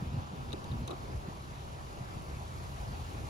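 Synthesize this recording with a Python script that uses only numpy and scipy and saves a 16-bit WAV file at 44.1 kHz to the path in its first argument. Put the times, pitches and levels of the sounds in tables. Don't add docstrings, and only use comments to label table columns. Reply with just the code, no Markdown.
import sys
import numpy as np
from scipy import signal
from scipy.fft import rfft, irfft
from scipy.io import wavfile
from scipy.ndimage import uniform_filter1d

SR = 44100
rng = np.random.default_rng(int(sys.argv[2]) if len(sys.argv) > 2 else 0)


def output_pcm(signal):
    pcm = np.clip(np.atleast_2d(signal).T, -1, 1) * 32767
    wavfile.write(sys.argv[1], SR, np.round(pcm).astype(np.int16))


N = 145089
T, HZ = np.arange(N) / SR, np.fft.rfftfreq(N, 1 / SR)

# frequency in Hz, likeness (later held within 0 to 1).
CHANNEL_LIKENESS = [(100, 0.8), (230, 0.54), (450, 0.73), (650, 0.32), (1500, 0.83), (2100, 0.24),
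                    (2700, .5), (3500, -0.28), (5000, 0.7), (7500, -0.1), (8500, 3), (13000, 56)]
# frequency in Hz, phase of left relative to right in radians.
CHANNEL_PHASE = [(100, 0), (350, -.3), (500, -2), (800, -2.4), (1100, -3.1), (1900, -2.6), (2400, 0),
                 (2900, .7), (5200, .8), (5800, -.9), (7000, -.4), (8100, -3), (8800, -3.2), (10300, -6.2),
                 (11700, -6.4), (12800, -9.3), (14200, -9.5), (15200, -12.5)]
# frequency in Hz, left minus right in dB.
STREET_BALANCE = [(100, 1), (800, -0.5), (2500, -0.5), (5500, 4.5), (8500, 0.5)]
ECHO_DB, ECHO_S = -12.5, .045

# frequency in Hz, relative density in dB per Hz.
WASH_SPECTRUM = [(40, -3.5), (130, 6.5), (300, -1.5), (500, -1.5), (850, -1), (1150, -3), (1500, -9),
                 (2100, -15.5), (2700, -15.5), (3300, -17.5), (3800, -17.5), (5100, -21.5), (5550, -24.5),
                 (6200, -23.5), (8000, -29), (11500, -33.5), (13500, -51), (16000, -69)]
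# time in seconds, level in dB relative to WASH_DB.
WASH_COURSE = [(0, 2.5), (1.0, 2), (1.5, 1), (3.29, 2.5)]
WASH_DB, PATCH_DB = -47.5, 1.41

# frequency in Hz, relative density in dB per Hz.
TYRE_SPECTRUM = [(1000, 4), (2700, 2), (5100, 1.5), (5550, 1), (6300, 2), (9000, 0.5), (11700, -5.5),
                 (13500, -1.5), (16000, -46)]
# time in seconds, level in dB.
TYRE_APPROACH = [(0, -68), (1.3, -62.5), (2.0, -61), (2.9, -58), (3.29, -58.5)]

# frequency in Hz, relative density in dB per Hz.
RUMBLE_SPECTRUM = [(20, -54), (32, -16), (45, 8), (68, 8.5), (95, 7.5), (130, 1), (165, -21), (300, -44.5)]
# time in seconds, level in dB.
RUMBLE_COURSE = [(0, -42.5), (.25, -47.5), (.3, -50.5), (.42, -46), (.52, -44), (.6, -50), (.8, -42),
                 (.88, -50), (1.03, -45), (1.3, -48), (1.9, -47.5), (2.2, -46.5), (2.45, -45.5), (2.6, -45),
                 (2.9, -42.5), (3.29, -43.5)]
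STEADY_HZ, STEADY_SHARE = 17, 0.69
HUM_HZ, HUM_DB, HUM_WAVER = 135.8, -51, 0.015

# frequency in Hz, width in Hz, level in dB before the tap's treble.
TAP_RESONANCES = [(2730, 430, -7), (3800, 274, 2.5), (4270, 960, -10.5), (6340, 690, -11), (9600, 660, -14),
                  (12000, 880, -19.5)]
# start in seconds, level in dB, scrape in seconds, treble boost in dB.
TAP_EVENTS = [(.505, -55, .002, -10), (.521, -47, 0.0015, -18), (0.5299, -41.5, 0.0011, -3.5),
              (0.5327, -42.5, .0025, -4), (.6428, -51.5, 0.0036, 4), (0.715, -49, 0.0073, -7),
              (.8768, -47.5, 0.0015, 8), (0.8794, -43.5, 0.0048, -0.5), (0.906, -51, 0.0033, 2),
              (0.9102, -45.5, 0.0049, -5)]
TREBLE_HZ, TAP_GRIT, TAP_SOFT_HZ, TAP_PAN_DB = 5500, 2.5, 16000, 2.5

# frequency in Hz, width in Hz, level in dB before the knock's boost.
CASE_RESONANCES = [(351, 74, 2), (780, 110, -3.5), (1173, 81, 2.5)]
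# start in seconds, level in dB, scrape in seconds, boost of upper resonances in dB.
KNOCK_EVENTS = [(.533, -36, 0.0047, -25), (0.5419, -39, 0.0077, -14), (.878, -41, 0.0097, -7),
                (0.8941, -36, .006, -6), (.9065, -35.5, 0.0073, -1), (.920, -42, 0.0039, 2),
                (.930, -37.5, 0.0043, -12)]
UPPER_HZ, KNOCK_GRIT, KNOCK_SOFT_HZ = 550, 2.4, 1540

GRAINS_PER_S, MODE_SPREAD = 2500, 0.018
BLOW_S = .005

# crest in seconds, half length in seconds, level in dB, centre frequency in Hz.
BUFFET_EVENTS = [(.029, 0.0066, -31.5, 170.7), (0.063, 0.0054, -40.5, 200), (0.078, 0.014, -37, 78),
                 (0.127, 0.0053, -38, 135), (0.146, 0.0046, -29, 130), (0.177, 0.0084, -31.5, 122),
                 (0.189, 0.012, -33.5, 80), (0.338, .007, -38.5, 180), (.708, .016, -39, 85),
                 (0.733, 0.015, -33.5, 125), (0.757, 0.0048, -31, 112), (0.789, 0.041, -42, 64),
                 (.821, 0.01, -39, 140), (.842, .008, -38.5, 125), (1.151, 0.0072, -33, 115),
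                 (1.176, 0.021, -36.5, 68), (1.287, 0.0062, -34.5, 165), (2.016, 0.014, -38, 108),
                 (2.175, 0.014, -39.5, 95), (2.322, 0.041, -40, 69), (2.8, 0.024, -37.5, 66.3),
                 (3.007, 0.016, -38.5, 72)]
BUFFET_OCTAVES, BUFFET_SAG_OCTAVES = 0.1968, .3
BUFFET_OVERTONE_DB = -15
# frequency in Hz, relative density in dB per Hz.
FLUTTER_SPECTRUM = [(100, -11), (190, 0.5), (245, 4), (300, -5), (420, -11), (700, -28), (1500, -51.5)]
# time in seconds, level in dB.
FLUTTER_COURSE = [(0, -60), (.16, -47), (.24, -55), (.55, -52), (.66, -55.5), (.735, -43), (.79, -45.5),
                  (.835, -46), (.88, -63), (1.15, -64), (1.4, -68)]

EDGE_HZ = 15800


def amp(db):
    return 10 ** (np.asarray(db) / 20)


def unit(x):
    return x / np.sqrt(np.mean(x ** 2) + 1e-20)


def read(points):
    f, value = np.transpose(points)
    return np.interp(np.log(HZ + 1), np.log(f + 1), value)


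def level(points):
    return amp(np.interp(T, *np.transpose(points)))


def white():
    return rng.standard_normal(len(HZ)) + 1j * rng.standard_normal(len(HZ))


def drift(rate_hz):
    return unit(irfft(white() * np.exp(-(HZ / rate_hz) ** 2) * (HZ > 0), N))


def noise(gain, same, phase=0):
    shared = np.clip(same, 0, 1)
    left = white()
    right = shared * left + np.sqrt(1 - shared ** 2) * white()
    right = right * np.exp(-1j * phase)
    return unit(irfft(np.array([left, right]) * gain, N))


def pan(db):
    return amp(np.array([[.5], [-.5]]) * db)


def far(spectrum):
    delays = rng.uniform(.1, 1, 8) * ECHO_S
    reflections = np.exp(-2j * np.pi * delays[:, None] * HZ).sum(0) / np.sqrt(len(delays))
    comb = abs(1 + amp(ECHO_DB) * reflections)
    colour = amp(read(spectrum)) * comb * pan(read(STREET_BALANCE))
    return noise(colour, read(CHANNEL_LIKENESS), read(CHANNEL_PHASE))


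def street():
    _, _, bands = signal.stft(far(WASH_SPECTRUM), SR, nperseg=512, noverlap=384)
    patches = uniform_filter1d(rng.standard_normal(bands.shape[1:]), size=6, axis=0)
    patches = unit(uniform_filter1d(patches, size=24, axis=1))
    uneven = bands * amp(PATCH_DB * patches)
    wash = signal.istft(uneven, SR, nperseg=512, noverlap=384)[1][:, :N]
    return wash * level(WASH_COURSE) * amp(WASH_DB + 0.38 * drift(rate_hz=54))


def tyres():
    return far(TYRE_SPECTRUM) * level(TYRE_APPROACH) * amp(1.3 * drift(rate_hz=140))


def rumble():
    turns = np.cumsum(HUM_HZ * (1 + HUM_WAVER * drift(rate_hz=7.1))) / SR
    hum = amp(HUM_DB + 0.71 * drift(rate_hz=0.93)) * np.sin(2 * np.pi * turns)
    air = noise(amp(read(RUMBLE_SPECTRUM)), same=0.92)
    power = (air ** 2).mean(0)
    surge = abs(irfft(rfft(power) * np.exp(-(HZ / STEADY_HZ) ** 2), N)) + 1e-6
    steady_air = unit(air / surge ** (STEADY_SHARE / 2))
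    return steady_air * level(RUMBLE_COURSE) + hum


def blow(start, scrape, grit, soft_hz, modes, split_hz, upper_db):
    grains = rng.standard_normal((2, N)) * (rng.random((2, N)) < GRAINS_PER_S / SR)
    slips = grains * (T >= start) * np.exp(-abs(T - start) / scrape)
    slips = unit(slips) / np.sqrt(N)
    snap = np.exp(-2j * np.pi * HZ * start)
    force = snap + grit * rfft(slips)
    detune = 1 + MODE_SPREAD * rng.uniform(-1.3, 1, len(modes))
    body = 0
    for k, (hz, width, db) in enumerate(modes):
        gain = (-1) ** k * amp(db + upper_db * (hz > split_hz))
        damping = width * HZ
        body = body + gain * damping / (damping + 1j * (HZ ** 2 - (hz * detune[k]) ** 2))
    softness = 1 / (1 + (HZ / soft_hz) ** 6)
    return unit(irfft(force * softness * body, N)) * np.sqrt(BLOW_S * SR / N)


def taps():
    contacts = 0
    for start, db, scrape, treble_db in TAP_EVENTS:
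        ring = blow(start, scrape, TAP_GRIT, TAP_SOFT_HZ, TAP_RESONANCES, TREBLE_HZ, treble_db)
        contacts = contacts + amp(db) * ring
    return pan(TAP_PAN_DB) * contacts


def knocks():
    jolts = 0
    for start, db, scrape, upper_db in KNOCK_EVENTS:
        ring = blow(start, scrape, KNOCK_GRIT, KNOCK_SOFT_HZ, CASE_RESONANCES, UPPER_HZ, upper_db)
        jolts = jolts + amp(db) * ring
    return jolts


def buffets():
    out = noise(amp(read(FLUTTER_SPECTRUM)), same=0.66) * level(FLUTTER_COURSE)
    wobble = drift(rate_hz=150)
    for crest, half, db, hz in BUFFET_EVENTS:
        age = (T - crest) / half
        octaves = BUFFET_OCTAVES * wobble - BUFFET_SAG_OCTAVES * np.tanh(age)
        turns = np.cumsum(hz * 2 ** octaves) / SR + rng.random()
        overtone = amp(BUFFET_OVERTONE_DB) * np.sin(2 * np.pi * 2 * turns)
        swings = np.sin(2 * np.pi * turns) + overtone
        out += amp(db) * np.exp(-age ** 2) * np.sqrt(2) * swings
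    return out


def scene():
    return street() + tyres() + rumble() + taps() + knocks() + buffets()


def record(dry):
    lowpass = signal.firwin(511, EDGE_HZ, window=("kaiser", 9), fs=SR)
    return signal.oaconvolve(dry, lowpass[None], "same")


dry = scene()
out = record(dry)
output_pcm(out)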